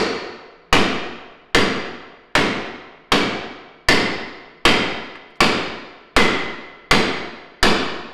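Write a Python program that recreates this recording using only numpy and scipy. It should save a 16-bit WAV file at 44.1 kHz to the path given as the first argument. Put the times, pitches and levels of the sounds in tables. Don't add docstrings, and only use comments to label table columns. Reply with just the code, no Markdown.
import sys
import numpy as np
from scipy import signal
from scipy.fft import rfft, irfft
from scipy.io import wavfile
from scipy.ndimage import uniform_filter1d

SR = 44100
rng = np.random.default_rng(int(sys.argv[2]) if len(sys.argv) > 2 else 0)


def invert_db(x):
    u = np.asarray(x, float) / 20
    return 10 ** u


def file_out(sig):
    cols = np.atleast_2d(sig).T
    lim = np.clip(cols, -1, 1)
    pcm = np.round(lim * 32767).astype(np.int16)
    wavfile.write(sys.argv[1], SR, pcm)


N = 358533
LEAD, EARLY = 4410, 60
GRID_HZ = np.fft.rfftfreq(4096, 1 / SR)
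FULL_BLOW_DB = -8.5


def table(rows, hz):
    f, v = np.transpose(rows)
    return np.interp(np.log(np.maximum(hz, 1.)), np.log(f), v)


def fade(t, t60):
    return np.exp(-np.log(1000) * t / t60)


def colour(x, rows, extra_db=0):
    cepstrum = irfft((table(rows, GRID_HZ) + extra_db) * np.log(10) / 20)
    cepstrum[1:2048] *= 2
    cepstrum[2049:] = 0
    impulse_response = irfft(np.exp(rfft(cepstrum)))[:2048]
    return signal.fftconvolve(x, impulse_response)[:len(x)]


def unit(x):
    return x / np.sqrt(np.sum(x ** 2))


def add(track, sound, s):
    i = int(s * SR) + LEAD
    track[..., i:i + sound.shape[-1]] += sound[..., :track.shape[-1] - i]


def dying_noise(size, t60s, rise):
    t = np.maximum(np.arange(size) - EARLY, 0) / SR
    octave = np.log2(np.fft.rfftfreq(size, 1 / SR) + 1)
    spectrum = rfft(rng.standard_normal(size))
    out = 0
    for centre in np.arange(5, 14.6, .5):
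        hz = 2 ** centre
        band = irfft(spectrum * np.clip(1 - 2 * abs(octave - centre), 0, 1), size)
        build_up = 1 - np.exp(-t / table(rise, hz))
        out = out + band * fade(t, table(t60s, hz)) * build_up
    return out


def ring(modes, scatter_db, scatter_phase, size=SR // 3):
    t = np.maximum(np.arange(size)[:, None] - EARLY, 0) / SR
    hz, db, t60 = np.transpose(modes)
    luck = rng.standard_normal((3, len(hz)))
    swell = 1 - np.exp(-t * hz / 0.58)
    level = invert_db(db + scatter_db * luck[0])
    phase = 2 * np.pi * hz * (1 + 0.002 * luck[1]) * t + scatter_phase * luck[2]
    return (swell * level * fade(t, t60) * np.sin(phase)).sum(axis=1)


# pitch_hz, density_db_per_hz
SHOP_HUM = [(25, 15.5), (82, -9.5), (140, -5), (162, 17.5), (190, -8), (1430, -1.5), (3000, -22.5),
            (3900, -34.5), (12500, -47), (13000, -66.5)]


def shop_hum():
    return invert_db(-57.0) * np.sqrt(N) * unit(colour(rng.standard_normal(N), SHOP_HUM))


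def humps(rows):
    return sum(db * np.exp(-(2 * (GRID_HZ - hz) / width) ** 2) for hz, width, db in rows)


# pitch_hz, width_hz, level_db
FRAME_HUMPS = [(840, 51, -8.5), (1426, 53, -1), (1575, 170, -2.5), (2457, 70, -0.5), (2800, 220, -1),
               (2870, 40, 3), (3100, 370, 1.5), (3190, 92, 2.5), (4670, 89, 0), (5030, 200, -4),
               (6050, 460, -3.5), (6860, 400, 0.5), (7200, 220, -2), (7650, 250, 0)]


def landing(nearest_hz):
    ripple = uniform_filter1d(uniform_filter1d(rng.standard_normal(len(GRID_HZ)), size=9), size=9)
    ripple_db = 1.7 * ripple / ripple.std() * np.clip(GRID_HZ / 1500, 0, 1)
    nearest_width_hz, nearest_db = 150, 4.5
    return humps(FRAME_HUMPS) + humps([(nearest_hz, nearest_width_hz, nearest_db)]) + ripple_db


# pitch_hz, level_db, t60_s
FRAME_MODES = [(159, -24, 0.3), (203, -11.5, 0.058), (289.8, -8, 0.38), (353, -19.5, 0.18),
               (411, -18.5, 0.06), (476, -2, 0.13), (577, -17.5, .12), (715, -9.5, 0.26),
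               (782, -14.5, 0.17), (1000, -25.5, 0.11), (1332, 1, 0.1), (1690, -21.5, .15),
               (1934, -4.5, 0.044), (1970, -13, .12), (2027, -15.5, 0.12), (2067, -5.5, 0.14),
              (2160, -7, 0.13), (2360, -6.5, 0.082), (2500, -28.5, .1), (2807, -1, 0.042),
              (3246, -28.5, .08), (3685, -31.5, .1), (4700, -18, 0.11), (4920, -24, 0.12), (6600, -38, .08),
              (6460, -23, .1)]
# pitch_hz, level_db, t60_s
KNOCK_MODES = [(1111, 5, 0.01), (1790, -5.5, 0.017), (3100, -14.5, 0.011), (4740, -19.5, 0.022)]
# pitch_hz, density_db_per_hz
CLANG_SPECTRUM = [(29, -53), (50, -16.5), (128, -8), (213, -1), (345, -4.5), (398, -4.5), (520, -12),
                  (863, -12), (1780, -13.5), (2490, -15.5), (4790, -24), (16000, -46)]
# pitch_hz, t60_s
CLANG_DECAY = [(100, 0.14), (400, 0.071), (1200, 0.032), (4000, 0.043), (12000, 0.03)]


def blow(db, rail_db, bracket_db, spot, landing_db):
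    rails = invert_db(-9.0) * ring(FRAME_MODES, 1.0, 2.31)
    near = rails - invert_db(10) * ring(KNOCK_MODES, 1.4, 0.38)
    size = SR // 8
    rise = [(200, 0.039), (600, 0.001), (1500, 0.00012)]  # (Hz, s)
    near[:size] += invert_db(26.5) * unit(colour(dying_noise(size, CLANG_DECAY, rise), CLANG_SPECTRUM))
    near[:EARLY] = invert_db(-31.5) * uniform_filter1d(near[EARLY:2 * EARLY], size=9)
    clang = invert_db(29.5) * unit(colour(signal.unit_impulse(len(rails), EARLY), CLANG_SPECTRUM))
    boom_db = -1.07
    bright_db = 0.48 * bracket_db + 1.2 * (db - FULL_BLOW_DB) + 1.7
    struck = [(230, boom_db), (450, 1.7), (700, 0), (1850, 0.37), (2050, 0.9 * rail_db), (2300, 0.22),
              (4300, 0.48 * bracket_db), (4750, bracket_db), (5500, 0.24 * bracket_db), (12000, bright_db)]
    rows = (near, clang, invert_db(-2.5) * rails)
    return invert_db(db) * np.array([colour(colour(x, struck), spot, landing_db) for x in rows])


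# start_s, level_db, rail_db near 2 kHz, bracket_db near 4.7 kHz, nearest_part_hz
BLOWS = [
    (0.727, -8.5, -1.5, 2.5, 7080),
    (1.547, -9, 0, 2.5, 4750),
    (2.352, -10, -1, 2, 2143),
    (3.119, -10, -6, 5.5, 2270),
    (3.886, -9, 6.5, 8.5, 5180),
    (4.652, -9, 6.5, 7, 3160),
    (5.405, -9.5, -3.5, 8, 2377),
    (6.164, -8.5, 7, 5, 3210),
    (6.911, -9, 3.5, 7.5, 6570),
    (7.628, -8.5, -8.5, 7.5, 1100),
]
EARLIER = [
    (-0.07, -12, 0.004, 0.65, 4400),
]
# pitch_hz, level_db
EARLIER_SPOT = [(250, -1.5), (440, 5), (650, 1), (1400, 0.5), (3400, 1), (3600, -0.5), (4200, 6),
                (4400, 10), (4700, 5)]


def hammer_blows():
    track = np.zeros((3, N + LEAD))
    for s, *strength, nearest_hz in EARLIER + BLOWS:
        spot = EARLIER_SPOT if s < 0 else [(1000, 0.0097)]
        add(track, blow(*strength, spot, landing(nearest_hz)), s - EARLY / SR)
    return track


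# delay_s, level_db
WALL_ECHOES = [(.0062, -7), (0.0148, -8.5), (0.025, -9), (0.038, -7)]


def echoes(near):
    out = near.copy()
    dull = colour(near, [(4000, -2.5), (12000, -15.5), (14500, -11.5), (15500, -34)])
    for delay, db in WALL_ECHOES:
        add(out, invert_db(db) * dull, delay - LEAD / SR)
    return out


# pitch_hz, t60_s
HALL_DECAY = [(60, 1.05), (150, 0.77), (300, 1.035), (740, 1.256), (1940, 1.18), (4000, 1.005),
              (7000, 0.75), (10000, 0.36), (13500, 0.33)]


def hall(clang, rails):
    turn = np.linspace(0, 3, len(clang))
    sends = (np.cos(turn) * clang - np.sin(turn) * rails, np.sin(turn) * clang + np.cos(turn) * rails)
    rise = [(150, 0.029), (400, 0.012), (1000, 0.0059), (5000, 0.00099)]  # (Hz, s)
    out = 0
    for send in sends:
        tail = unit(dying_noise(SR * 3 // 2, HALL_DECAY, rise))
        tail = colour(tail, [(13500, 0), (14800, -8), (15600, -35)])
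        out = out + signal.fftconvolve(send, tail)[:len(send)]
    return out


# pitch_hz, level_db, t60_s
TENSIONED_MODES = [(2018, -32.5, 1.5), (2026, -24, 1.27), (2095, -42.5, 1.2)]


def tensioned_rail():
    out = np.zeros(N + LEAD)
    for s, db, rail_db, _, hz in EARLIER + BLOWS:
        level_db, t60 = table(CLANG_SPECTRUM, hz) - 14, 1.17 * table(HALL_DECAY, hz)
        nearest = [(hz * detune, level_db, t60) for detune in (.985, 1, 1.012)]
        sung = invert_db(1.1 * rail_db) * ring(TENSIONED_MODES, 1.8, 3.0, size=SR)
        sung = sung + ring(nearest, 3.2, 3.0, size=SR)
        add(out, invert_db(db) * sung, s - EARLY / SR)
    return out


# start_s, peak_db, centre_hz
TICKS = [
    (5.155, -27, 1100),
    (5.303, -60, 6000),
    (5.356, -43, 2200),
    (5.367, -60, 7000),
]


def ticks():
    out, t = np.zeros(N + LEAD), np.arange(1500) / SR
    for s, db, hz in TICKS:
        click = rng.standard_normal(1500) * fade(t, .06)
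        click = colour(click, [(hz / 3, -14), (hz, 0), (hz * 2, -4), (hz * 5, -26), (hz * 12, -44)])
        add(out, invert_db(db) * click / abs(click).max(), s)
    return out


def scene():
    near, clang, rails = hammer_blows()
    struck = echoes(near) + hall(clang, rails) + tensioned_rail() + ticks()
    return np.tile(struck[LEAD:] + shop_hum(), (2, 1))


def drift():
    track, t = np.zeros(N + LEAD), np.arange(SR) / SR
    hump = (t / 0.061) ** 2 * np.exp(2 - 2 * t / 0.063)
    dip = 1.17 * (1 - np.exp(-t / 0.002)) * np.exp(-t / 0.065)
    for s, db, *_ in EARLIER + BLOWS:
        drift_db = -17 + 6.5 * (db - FULL_BLOW_DB)
        add(track, invert_db(drift_db) * (hump - dip), s)
    return track[LEAD:]


def roll_off(x):
    return signal.sosfilt(signal.butter(12, 16850, fs=SR, output="sos"), x)


def record(dry):
    top, bottom, knee = .55, .7, 4.0
    limit = np.where(dry > 0, top, bottom)
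    x = dry / (1 + abs(dry / limit) ** knee) ** (1 / knee)
    x = x + 2.0 * drift()
    x = signal.sosfilt(signal.butter(1, 1.5, "high", fs=SR, output="sos"), x)
    x = signal.sosfilt(signal.butter(1, 9000, fs=SR, output="sos"), x)
    x = signal.sosfilt(signal.ellip(8, .2, 60, 16200, fs=SR, output="sos"), x)
    return roll_off(x)


dry = scene()
out = record(dry)
file_out(out)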